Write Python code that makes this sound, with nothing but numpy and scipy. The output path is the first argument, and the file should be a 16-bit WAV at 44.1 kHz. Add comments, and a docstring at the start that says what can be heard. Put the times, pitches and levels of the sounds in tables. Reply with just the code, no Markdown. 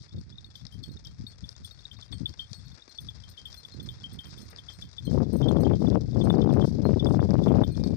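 """Three pellet bells clack and ring on the collars of goats and sheep passing on a gritty paved road.
Each pellet hit rings the shell; in the large and small bells it also pumps the enclosed air: a clack.
Hooves tick, scuff and drag through the dust. Wind eddies buffet two microphone ports, the right one
muffled; from 5 s the breeze blows straight into the left. A faint, far whistle near the end."""
import sys
import numpy as np
from scipy import signal
from scipy.fft import rfft, irfft
from scipy.io import wavfile
from scipy.ndimage import uniform_filter1d

SR = 44100
rng = np.random.default_rng(int(sys.argv[2]) if len(sys.argv) > 2 else 0)


def output_pcm(signal):
    """Save a mono or channel-first signal as 16-bit PCM at the path in sys.argv[1].

    Samples are clipped to [-1, 1] before scaling.
    """
    pcm = np.clip(np.atleast_2d(signal).T, -1, 1) * 32767
    wavfile.write(sys.argv[1], SR, np.round(pcm).astype(np.int16))


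N = 351036
TIME = np.arange(N) / SR

# Table levels are relative; the functions add their own gains.
# large bell, pellet hits: t/s, clack/dB, ring/dB, overtones/dB
LARGE_HITS = [(0.325, -50, -82, -90), (0.553, -40, -59, -58.5), (0.721, -65, -58, -60.5),
              (0.838, -37, -61, -61), (1.053, -46, -55, -60), (1.44, -40.5, -68, -63),
              (1.646, -37, -68, -72), (1.913, -43, -49.5, -66), (2.024, -39.5, -63, -67),
              (2.125, -35.5, -58, -64), (2.257, -23.5, -55, -61), (2.393, -31.5, -41.5, -63),
              (2.985, -30.5, -80, -71), (3.086, -32, -65, -66), (3.235, -50, -55, -70),
              (3.375, -43, -50, -67), (3.454, -36, -50, -53), (3.541, -46, -73, -56),
              (3.649, -36.5, -66, -63), (3.799, -38, -70, -86), (3.888, -32, -57, -61),
              (4.039, -51, -41.5, -64), (4.189, -36, -47.5, -61), (4.253, -52, -57.5, -55),
              (4.378, -45, -66, -56), (4.585, -38.5, -56, -67), (4.685, -36, -53.5, -82),
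              (4.822, -35, -59.5, -60), (4.981, -32, -59, -67), (5.069, -64, -53, -85),
              (5.427, -43, -49, -68), (5.484, -29, -54, -55), (5.564, -45, -61, -60),
              (5.647, -51, -51.5, -92), (5.732, -46, -58, -76), (5.868, -40, -80, -65),
              (6.211, -34.5, -58, -79), (6.299, -27, -63, -55), (6.416, -37, -55.5, -83),
              (6.497, -43.5, -76, -82), (6.613, -40, -52.5, -64), (6.995, -29.5, -60.5, -70),
              (7.066, -32.5, -73, -52), (7.201, -47.5, -71, -74), (7.435, -39.5, -82, -62),
              (7.478, -44, -59, -58), (7.636, -33.5, -57.5, -58), (7.746, -48, -73, -84)]
# middle bell, pellet hits: t/s, ring/dB, overtones/dB
MIDDLE_HITS = [(0.914, -59, -72), (1.645, -61, -59), (2.893, -55, -71), (3.003, -71, -64),
               (3.294, -66, -61), (3.573, -50, -61), (3.72, -52, -69), (3.827, -59, -63), (4.128, -64, -62),
               (4.419, -60, -62), (4.5, -68, -67), (4.733, -58, -66), (5.05, -52, -61), (5.329, -60, -56),
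               (5.365, -68, -62), (5.484, -55, -65), (5.603, -61, -53), (6.237, -59, -61),
               (6.523, -64, -63), (6.845, -50, -65), (7.719, -57, -65)]
# small bell, pellet hits: t/s, clack/dB, ring/dB
SMALL_HITS = [(0.181, -53, -59.5), (0.382, -36, -81), (0.444, -38.5, -56), (0.668, -48, -70),
              (0.83, -54, -45), (0.895, -48, -64), (0.971, -41.5, -74), (1.073, -43, -68),
              (1.266, -35, -45.5), (1.562, -52, -72), (1.71, -40, -53.5), (1.791, -42.5, -65),
              (1.853, -31.5, -67), (1.966, -47, -61), (2.123, -39, -46.5), (2.277, -54, -53),
              (2.403, -47, -54.5), (2.542, -46, -47.5), (2.653, -65, -54.5), (2.717, -49, -61),
              (2.821, -41, -77), (2.951, -65, -53), (7.702, -56, -58), (7.84, -42.5, -50)]
# shell modes, lowest first: f/Hz, level/dB, t60/s
LARGE_SHELL = [(3185, 0, .124), (7300, -9, .09), (8150, -7, .11), (8765, -2, .13), (9400, -3, .12),
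               (11890, -6, .12), (14222, -3, .11), (14620, -4, .11)]
MIDDLE_SHELL = [(4202, 0, .16), (6150, -4, .07), (8606, -2, .09), (9445, -9, .1), (10349, -14, .08),
                (11680, -20, .09), (13658, -17, .1), (13951, -7, .08), (14560, -2, .055)]
SMALL_SHELL = [(4393, 0, .18), (8151, -2, .22), (11590, -7, .09), (13660, -8, .11)]

# hoof tips on grit: t/s, tick/dB, knock/dB
HOOF_HITS = [(0.094, -63, -80), (0.212, -56.5, -82), (0.556, -54, -68), (0.652, -52.5, -61),
             (0.667, -51.5, -74), (0.837, -55, -80), (1.049, -50.5, -81), (1.07, -53, -71),
             (1.407, -55.5, -72), (1.491, -50, -63.5), (1.564, -55, -66.5), (1.988, -63, -57.5),
             (2.0116, -47, -67), (2.127, -61, -55), (2.182, -57, -78), (2.294, -53.5, -76),
             (2.339, -56.5, -61.5), (2.5316, -42.5, -59), (2.8784, -57, -59.5), (2.977, -57, -73),
             (3.528, -50.5, -71), (3.5425, -56, -61), (4.001, -60, -73), (4.254, -71, -58),
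             (4.3299, -70, -58.5), (4.5292, -67, -56), (4.562, -55, -61), (4.6996, -63, -57),
             (4.788, -74, -58.5), (5.114, -54, -63), (5.416, -56, -68), (5.517, -53, -58),
             (5.634, -53, -67), (5.672, -56, -65), (5.9, -49, -67), (6.537, -56, -54), (6.999, -52.5, -62),
             (7.046, -49.5, -71), (7.306, -52, -49), (7.772, -54, -66), (7.8378, -48.5, -56),
             (7.8743, -53, -65)]
# dragged hooves: centre t/s, sand/dB, dust/dB
HOOF_DRAGS = [(0.029, -52, -80), (.58, -53, -76), (1.51, -78, -60), (1.67, -51, -66), (2.53, -75, -59),
              (3.53, -55.5, -70), (3.86, -70, -60), (4.32, -48, -77), (4.41, -58, -53), (4.72, -55, -60),
              (4.81, -57, -56), (5.14, -54, -56), (5.82, -53.5, -59), (6.21, -52.5, -64),
              (6.675, -47.5, -52.5), (6.92, -58.5, -66), (7.13, -60, -54), (7.3, -59, -63),
              (7.441, -54, -65), (7.79, -59, -57.5)]
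# soles rubbing the paving: centre t/s, level/dB
SOLE_SCRAPES = [(.06, -58.5), (2.78, -54), (3.17, -57), (3.7, -64), (4.29, -57), (4.55, -53.5)]
# shuffling, growing as more animals draw level: t/s, sand/dB, scrape/dB
HERD_SHUFFLE = [(0.0, -62.5, -64), (1.6, -60, -60.5), (3.0, -56, -59.5), (4.4, -56.5, -56),
                (5.4, -56.5, -61.5), (7.96, -55.5, -58.5)]
# spectra of grit, hoof knock and fine dust: f/Hz, gain/dB
GRIT_EQ = [(2600, -36), (3300, 1), (4200, 4.5), (4900, 8.5), (5400, 6.5), (6200, -1.5), (7400, -9.5),
           (9000, -13.5), (10500, -34), (15000, -44.5)]
KNOCK_EQ = [(150, 17), (400, 16), (900, 11), (1450, 13), (2100, 11), (2800, 5), (4000, -45), (8000, -53.5)]
DUST_EQ = [(3000, -25), (5200, 7.5), (7500, -8), (9000, -2), (10800, -16), (12500, -9.5), (14000, -20),
           (15500, -21)]

# breeze between gusts: t/s, left/dB, right/dB
PORT_BREEZE = [(0.0, -58, -54.5), (1.2, -48, -51.5), (2.0, -49, -63), (2.9, -60, -72), (3.8, -64, -51.5),
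               (4.98, -48, -60), (5.08, -24.5, -62), (5.5, -29, -46.5), (5.7, -21.5, -38), (5.79, -25, -40),
               (6.1, -26.5, -42), (6.75, -24, -39.5), (7.96, -33, -41.5)]
# gusts: start t/s, length/s, left/dB, right/dB
PORT_GUSTS = [(0.0, 0.0066, -39, -41.5), (0.144, 0.06, -34, -38), (0.24, 0.09, -62, -44.5),
              (0.344, 0.15, -62, -48), (0.627, 0.026, -38.5, -68), (0.745, 0.082, -37, -62),
              (0.877, 0.082, -52, -38.5), (1.033, 0.098, -45.5, -49), (1.198, 0.042, -34.5, -44),
              (1.43, 0.013, -34.5, -47), (1.605, 0.045, -43, -46), (1.933, 0.071, -44.5, -75),
              (2.115, 0.063, -34.5, -61), (2.214, 0.024, -29, -71), (2.293, 0.015, -36.5, -48),
              (2.385, 0.068, -50, -48.5), (2.509, 0.013, -39, -54), (2.571, 0.17, -42.5, -54),
              (3.008, 0.1, -41.5, -47), (3.145, 0.076, -41.5, -58), (3.255, 0.079, -46.5, -51),
              (3.418, 0.17, -48.5, -53), (3.747, 0.17, -63, -37.5), (3.904, 0.23, -48.5, -46.5),
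              (4.128, 0.057, -63, -39.5), (4.256, 0.23, -65, -43), (4.524, 0.1, -63, -52),
              (4.642, 0.1, -48.5, -64), (4.791, 0.087, -51, -43), (5.006, 0.051, -55, -45.5),
              (5.129, 0.1, -19.5, -73), (5.337, 0.023, -19.5, -55), (5.404, 0.34, -18.5, -62),
              (5.821, 0.15, -19, -46), (6.159, 0.051, -18.5, -60), (6.237, 0.42, -18, -45),
              (6.761, .005, -29, -50), (6.799, 0.004, -23, -51), (6.855, 0.11, -18, -52),
              (7.032, 0.22, -18.5, -38.5), (7.294, 0.13, -17.5, -47), (7.464, 0.16, -15.5, -38),
              (7.686, 0.0065, -18.5, -48), (7.77, 0.18, -23, -57)]
# single eddies on the left port: t/s, level/dB
EDDY_SLAPS = [(5.205, -21), (5.414, -20), (5.512, -10.5), (5.566, -20), (5.636, -25), (5.713, -15.5),
              (5.957, -8), (6.168, -27), (6.273, -14.5), (6.305, -12.5), (6.346, -22), (6.508, -17),
              (6.572, -16), (6.597, -10.5), (6.65, -18.5), (6.854, -9.5), (7.059, -15), (7.109, -12),
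              (7.147, -18), (7.194, -13.5), (7.228, -17), (7.355, -17), (7.462, -18), (7.636, -17.5),
              (7.779, -26.5), (7.837, -28)]
# spectrum of flow tearing at the port rim: f/Hz, gain/dB
FLUTTER_EQ = [(250, -8), (550, 2.5), (900, -15), (1300, -20.5), (2000, -24), (3000, -27), (5000, -50.5)]
# muffled right port against the left: f/Hz, gain/dB
RIGHT_PORT_EQ = [(300, -14.5), (900, -19), (1300, -20.5), (2600, -17.5), (3200, -11), (3650, -11),
                 (4300, -27), (5100, -43.5), (6200, -28), (8600, -20), (14000, -8)]
# far whistle: t/s, f/Hz, level/dB
WHISTLE_ARC = [(7.61, 2310, -78), (7.68, 2410, -66), (7.74, 2435, -64.5), (7.82, 2415, -65),
               (7.96, 2365, -67)]


def large_bell():
    """Loud, hollow clack over a ringing shell."""
    hits = [(s, low_db, high_db) for s, _, low_db, high_db in LARGE_HITS]
    shell = ring(LARGE_SHELL, hits, ring_db=14, overtone_db=-.5, scatter_db=7, rattle_db=-2.5,
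                 detune=.00097)
    return shell + clacks(LARGE_HITS, air_hz=3481, clack_db=4, swell_s=.0034)


def middle_bell():
    """Clear ring, bright overtones, no clack."""
    return ring(MIDDLE_SHELL, MIDDLE_HITS, ring_db=11, overtone_db=12.5, scatter_db=9, rattle_db=-5,
                detune=.0027)


def small_bell():
    """Higher, shorter clack; overtones follow the ring level."""
    hits = [(s, db, db) for s, _, db in SMALL_HITS]
    shell = ring(SMALL_SHELL, hits, ring_db=6.5, overtone_db=-6, scatter_db=5.5, rattle_db=-6,
                 detune=.0016)
    return shell + clacks(SMALL_HITS, air_hz=3704, clack_db=2.5, swell_s=.0022)


def ring(modes, hits, ring_db, overtone_db, scatter_db, rattle_db, detune,
         mean_gap_s=.014, fade_db_per_s=260, contact_s=.0015, click_db=-13, click_s=.00065):
    """A pellet clicks on the shell and bounces twice; each contact weights the modes differently."""
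    out, t = np.zeros(N), TIME[:SR // 7]
    hz, mode_db, t60_s = np.transpose(modes)
    attack = 1 - np.exp(-t / contact_s)
    for s, low_db, high_db in hits:
        for delay_s in [0, *np.cumsum(rng.exponential(mean_gap_s, size=2))]:
            scatter = np.clip(rng.standard_normal(len(hz)), -2, 1)
            gains = undb(mode_db + high_db + overtone_db + scatter_db * scatter)
            # light bounces hardly move the lowest mode
            gains[0] = undb(low_db + ring_db + (rattle_db - 4.5 if delay_s else 0))
            pulled_hz = hz * (1 + detune * rng.standard_normal(len(hz)))  # pellet loads the shell
            click = np.diff(rng.standard_normal(len(t) + 1)) * np.exp(-t / click_s)
            click *= undb(high_db + overtone_db + click_db)
            force = undb(rattle_db - fade_db_per_s * delay_s) if delay_s else 1
            add(out, s + delay_s, force * (click + gains @ partials(pulled_hz, t60_s, t) * attack))
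    return out


def partials(hz, t60_s, t, split_hz=150, twin_gain=.6, damping_db=2.5):
    """Out-of-round shell: each overtone beats with a twin; the swinging collar varies its damping."""
    split, damping = rng.standard_normal((2, len(hz), 1))
    split[0] = damping[0] = 0  # lowest mode rings clean
    phase = 2 * np.pi * hz[:, None] * t
    pair = np.sin(phase) + twin_gain * np.sin(phase + 2 * np.pi * split_hz * split * t)
    decay = np.exp(-np.log(1000) * t / (t60_s[:, None] * undb(damping_db * damping)))
    return pair / (1 + twin_gain) * decay


def clacks(hits, air_hz, clack_db, swell_s, detune=.015, rolls_per_s=7, rebound_db=-21, rebound_s=.022):
    """A hit pumps the air in the shell; a faint, detuned clack follows as the pellet falls back."""
    out, t = np.zeros(N), TIME[:SR // 12]
    rolls = [(s, -51 - 8 * soft) for s, soft in random_events(rolls_per_s)]  # rolling pellet taps
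    for s, db, *_ in list(hits) + rolls:
        for bounce in range(2):
            age = t / (swell_s * undb(rng.standard_normal() - 2 * bounce))
            hz = air_hz * (1 + detune * (.5 + bounce) * rng.standard_normal())
            swell = (age * np.exp(1 - age)) ** 1.1
            add(out, s, undb(db + clack_db + bounce * rebound_db) * swell * np.sin(2 * np.pi * hz * t))
            s += rebound_s * (.5 + rng.random())
    return out


def hoof_ticks(tick_s=.0016, knock_s=.007, crumble_db=-19, crumble_s=.01, stone_hz=5400):
    """A hoof tip cracks grit, each bit at its own pitch; the hoof knocks, crumbs skitter on."""
    ticks, knocks, t = np.zeros(N), np.zeros(N), TIME[:SR // 16]
    far_steps = [(s, -62 - 8 * far, -70 - 8 * far) for s, far in random_events(per_s=18)]
    for s, tick_db, knock_db in HOOF_HITS + far_steps:
        crack, thud = rng.standard_normal((2, len(t)))
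        hz = stone_hz * undb(1.5 * rng.standard_normal())
        crack *= np.exp(-t / tick_s) + undb(crumble_db) * np.exp(-t / crumble_s)
        add(ticks, s, undb(tick_db + 8) * (crack + 2 * resonate(crack, hz, q=7)))
        add(knocks, s, undb(knock_db + 3) * thud * np.exp(-t / knock_s))
    return 2 * (colour(ticks, GRIT_EQ) + colour(knocks, KNOCK_EQ))


def hoof_drags(half_width_s=.034):
    """A dragged hoof grinds sand and scatters fine specks; each speck size pings at its own pitch."""
    sand_gain = sum(undb(db) * press(s, half_width_s) for s, db, _ in HOOF_DRAGS)
    dust_gain = sum(undb(db - 1) * press(s, half_width_s) for s, _, db in HOOF_DRAGS)
    sand = colour(grains(per_s=7500, spread_db=4), GRIT_EQ)
    specks = sum(resonate(grains(per_s=450, spread_db=2.5), hz, q=14)
                 for hz in np.geomspace(4500, 14000, 9))
    return sand_gain * unit(sand) + dust_gain * unit(colour(specks, DUST_EQ))


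def sole_scrapes(half_width_s=.018):
    """A sole slides as it takes the weight: a short, dull rasp."""
    gain = sum(undb(db) * press(s, half_width_s) for s, db in SOLE_SCRAPES)
    return gain * unit(colour(grains(per_s=2100, spread_db=0), KNOCK_EQ))


def shuffle(steps_per_s=65, step_s=.007, depth=1.4):
    """Many small steps press bursts of grains from the dust; soles rub on more smoothly."""
    steps = (rng.random(N) < steps_per_s / SR) * rng.random(N)
    pressure = 1 + depth * unit(signal.lfilter([1], [1, -np.exp(-1 / (step_s * SR))], steps))
    sand = colour(pressure * grains(per_s=4800, spread_db=.5), GRIT_EQ)
    scrape = colour(np.sqrt(pressure) * grains(per_s=4500, spread_db=2), KNOCK_EQ)
    return (steady(sand, span_s=.11) * undb(curve(HERD_SHUFFLE, 1) + 1)
            + steady(scrape, span_s=.11) * undb(curve(HERD_SHUFFLE, 2) - 1))


def grains(per_s, spread_db):
    """Sand grains crack at random; most tiny, a few loud."""
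    sizes = undb(spread_db * np.minimum(rng.exponential(size=N), 5))
    return unit((rng.random(N) < per_s / SR) * sizes * rng.standard_normal(N))


def press(centre_s, half_width_s):
    """Gaussian rise and fall of a hoof's load."""
    return np.exp(-np.minimum(((TIME - centre_s) / half_width_s) ** 2, 20))


def wind():
    """Separate turbulence at each port; the sharpest eddies slap the left."""
    slaps = np.zeros(N)
    for s, db in EDDY_SLAPS:
        add(slaps, s - .01, undb(db + 2) * eddy(width_s=.00044, turn=rng.random()))
    left = buffet(wind_db(port=1) + 1.02, eddies_per_s=430, quickening=.45, spread=.39)
    right = buffet(wind_db(port=2) + 1, eddies_per_s=480, quickening=.25, spread=.44)
    return np.array([left + flutter(left) + slaps, right])


def wind_db(port, edge_s=.015):
    """Level at port 1 (left) or 2 (right): gusts swell, hold and die on top of the breeze."""
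    power = undb(curve(PORT_BREEZE, port)) ** 2
    for start_s, length_s, *port_db in PORT_GUSTS:
        outside_s = np.maximum(start_s - TIME, TIME - start_s - length_s)
        power += (undb(port_db[port - 1]) * np.exp(-np.clip(outside_s / edge_s, 0, 20))) ** 2
    return 10 * np.log10(power)


def buffet(level_db, eddies_per_s, quickening, spread, base_width_s=.0017):
    """Eddies cross a port at random; stronger wind sweeps them past faster, so brighter."""
    out, pool = np.zeros(N), N // 8
    times_s = rng.random(pool)[:int(eddies_per_s * N / SR)] * TIME[-1]
    turns = rng.random(pool)
    stretches = np.exp(spread * np.clip(rng.standard_normal(pool), -1.7, 1.7))
    widths_s = base_width_s * undb(-quickening * (level_db[(times_s * SR).astype(int)] + 20))
    for s, width_s, turn, stretch in zip(times_s, widths_s, turns, stretches):
        add(out, s - .01, eddy(width_s * stretch, turn))
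    return steady(low_cut(out), span_s=.052) * undb(level_db)


def eddy(width_s, turn):
    """Pressure push and pull in a 20 ms window; turn (0-1) is the eddy's orientation."""
    t = np.arange(-SR // 100, SR // 100) / SR
    return np.hanning(len(t)) * (np.exp(2j * np.pi * turn) / (1 - 1j * t / width_s) ** 2).real


def flutter(pressure, gain_db=-13.5, ref_pressure=.34):
    """Flow tears at the port rim: rough noise surging with pressure squared."""
    surge = np.minimum((pressure / ref_pressure) ** 2, 2) / 2
    return undb(gain_db) * ref_pressure * surge * unit(colour(rng.standard_normal(N), FLUTTER_EQ))


def whistle():
    """One faint arching note, perhaps a far bird."""
    phase = 2 * np.pi * np.cumsum(curve(WHISTLE_ARC, 1)) / SR
    return (TIME > WHISTLE_ARC[0][0]) * undb(curve(WHISTLE_ARC, 2)) * np.sin(phase)


def undb(db):
    """dB to gain."""
    return 10 ** (np.asarray(db) / 20)


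def curve(rows, column):
    """Table column, linearly interpolated over time."""
    rows = np.array(rows)
    return np.interp(TIME, rows[:, 0], rows[:, column])


def unit(x):
    """Scale to rms 1."""
    return x / np.sqrt(np.mean(x ** 2))


def steady(x, span_s):
    """Hold rms near 1 over each span; faster detail stays."""
    return x / np.sqrt(uniform_filter1d(x ** 2, int(span_s * SR)) + 1e-12)


def add(track, s, sound):
    """Mix a sound in at s seconds."""
    start = max(int(s * SR), 0)
    track[start:start + len(sound)] += sound[:max(N - start, 0)]


def random_events(per_s):
    """Random rows: t/s, value (0-1)."""
    return [(when * N / SR, value) for when, value in rng.random((int(per_s * N / SR), 2))]


def resonate(x, hz, q):
    """Single resonant band-pass."""
    return signal.lfilter(*signal.iirpeak(hz, q, fs=SR), x)


def colour(x, eq, size=2048):
    """Minimum-phase filter from rows of f/Hz, gain/dB."""
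    hz, db = np.transpose(eq)
    grid_hz = np.maximum(np.arange(size // 2 + 1) * SR / size, 1)
    gain = undb(np.interp(np.log(grid_hz), np.log(hz), db))
    cepstrum = irfft(np.log(gain))
    cepstrum[1:size // 2] *= 2
    cepstrum[size // 2 + 1:] = 0
    return signal.fftconvolve(x, irfft(np.exp(rfft(cepstrum))))[:N]


def low_cut(x, hz=63):
    """Shed the deepest rumble."""
    return signal.sosfilt(signal.butter(2, hz, "high", fs=SR, output="sos"), x)


def scene(right_lag_s=.000392):
    """Bells and hooves in open air at one clear and one muffled port, plus wind."""
    bells = large_bell() + middle_bell() + small_bell()
    shared = bells + hoof_ticks() + hoof_drags() + sole_scrapes() + whistle()
    # shuffling comes from all over the road: each port gets its own
    left = shared + shuffle()
    delayed = np.interp(TIME - right_lag_s, TIME, shared)
    right = colour(delayed + shuffle(), RIGHT_PORT_EQ)
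    return np.array([left, right]) + wind()


def record(dry, ceiling=.5, top_hz=15450):
    """Soft-limit the largest gusts, then cut bottom and top."""
    rounded = dry / (1 + (dry / ceiling) ** 4) ** .25
    return signal.sosfilt(signal.ellip(8, .2, 70, top_hz, fs=SR, output="sos"), low_cut(rounded))


dry = scene()
out = record(dry)
output_pcm(out)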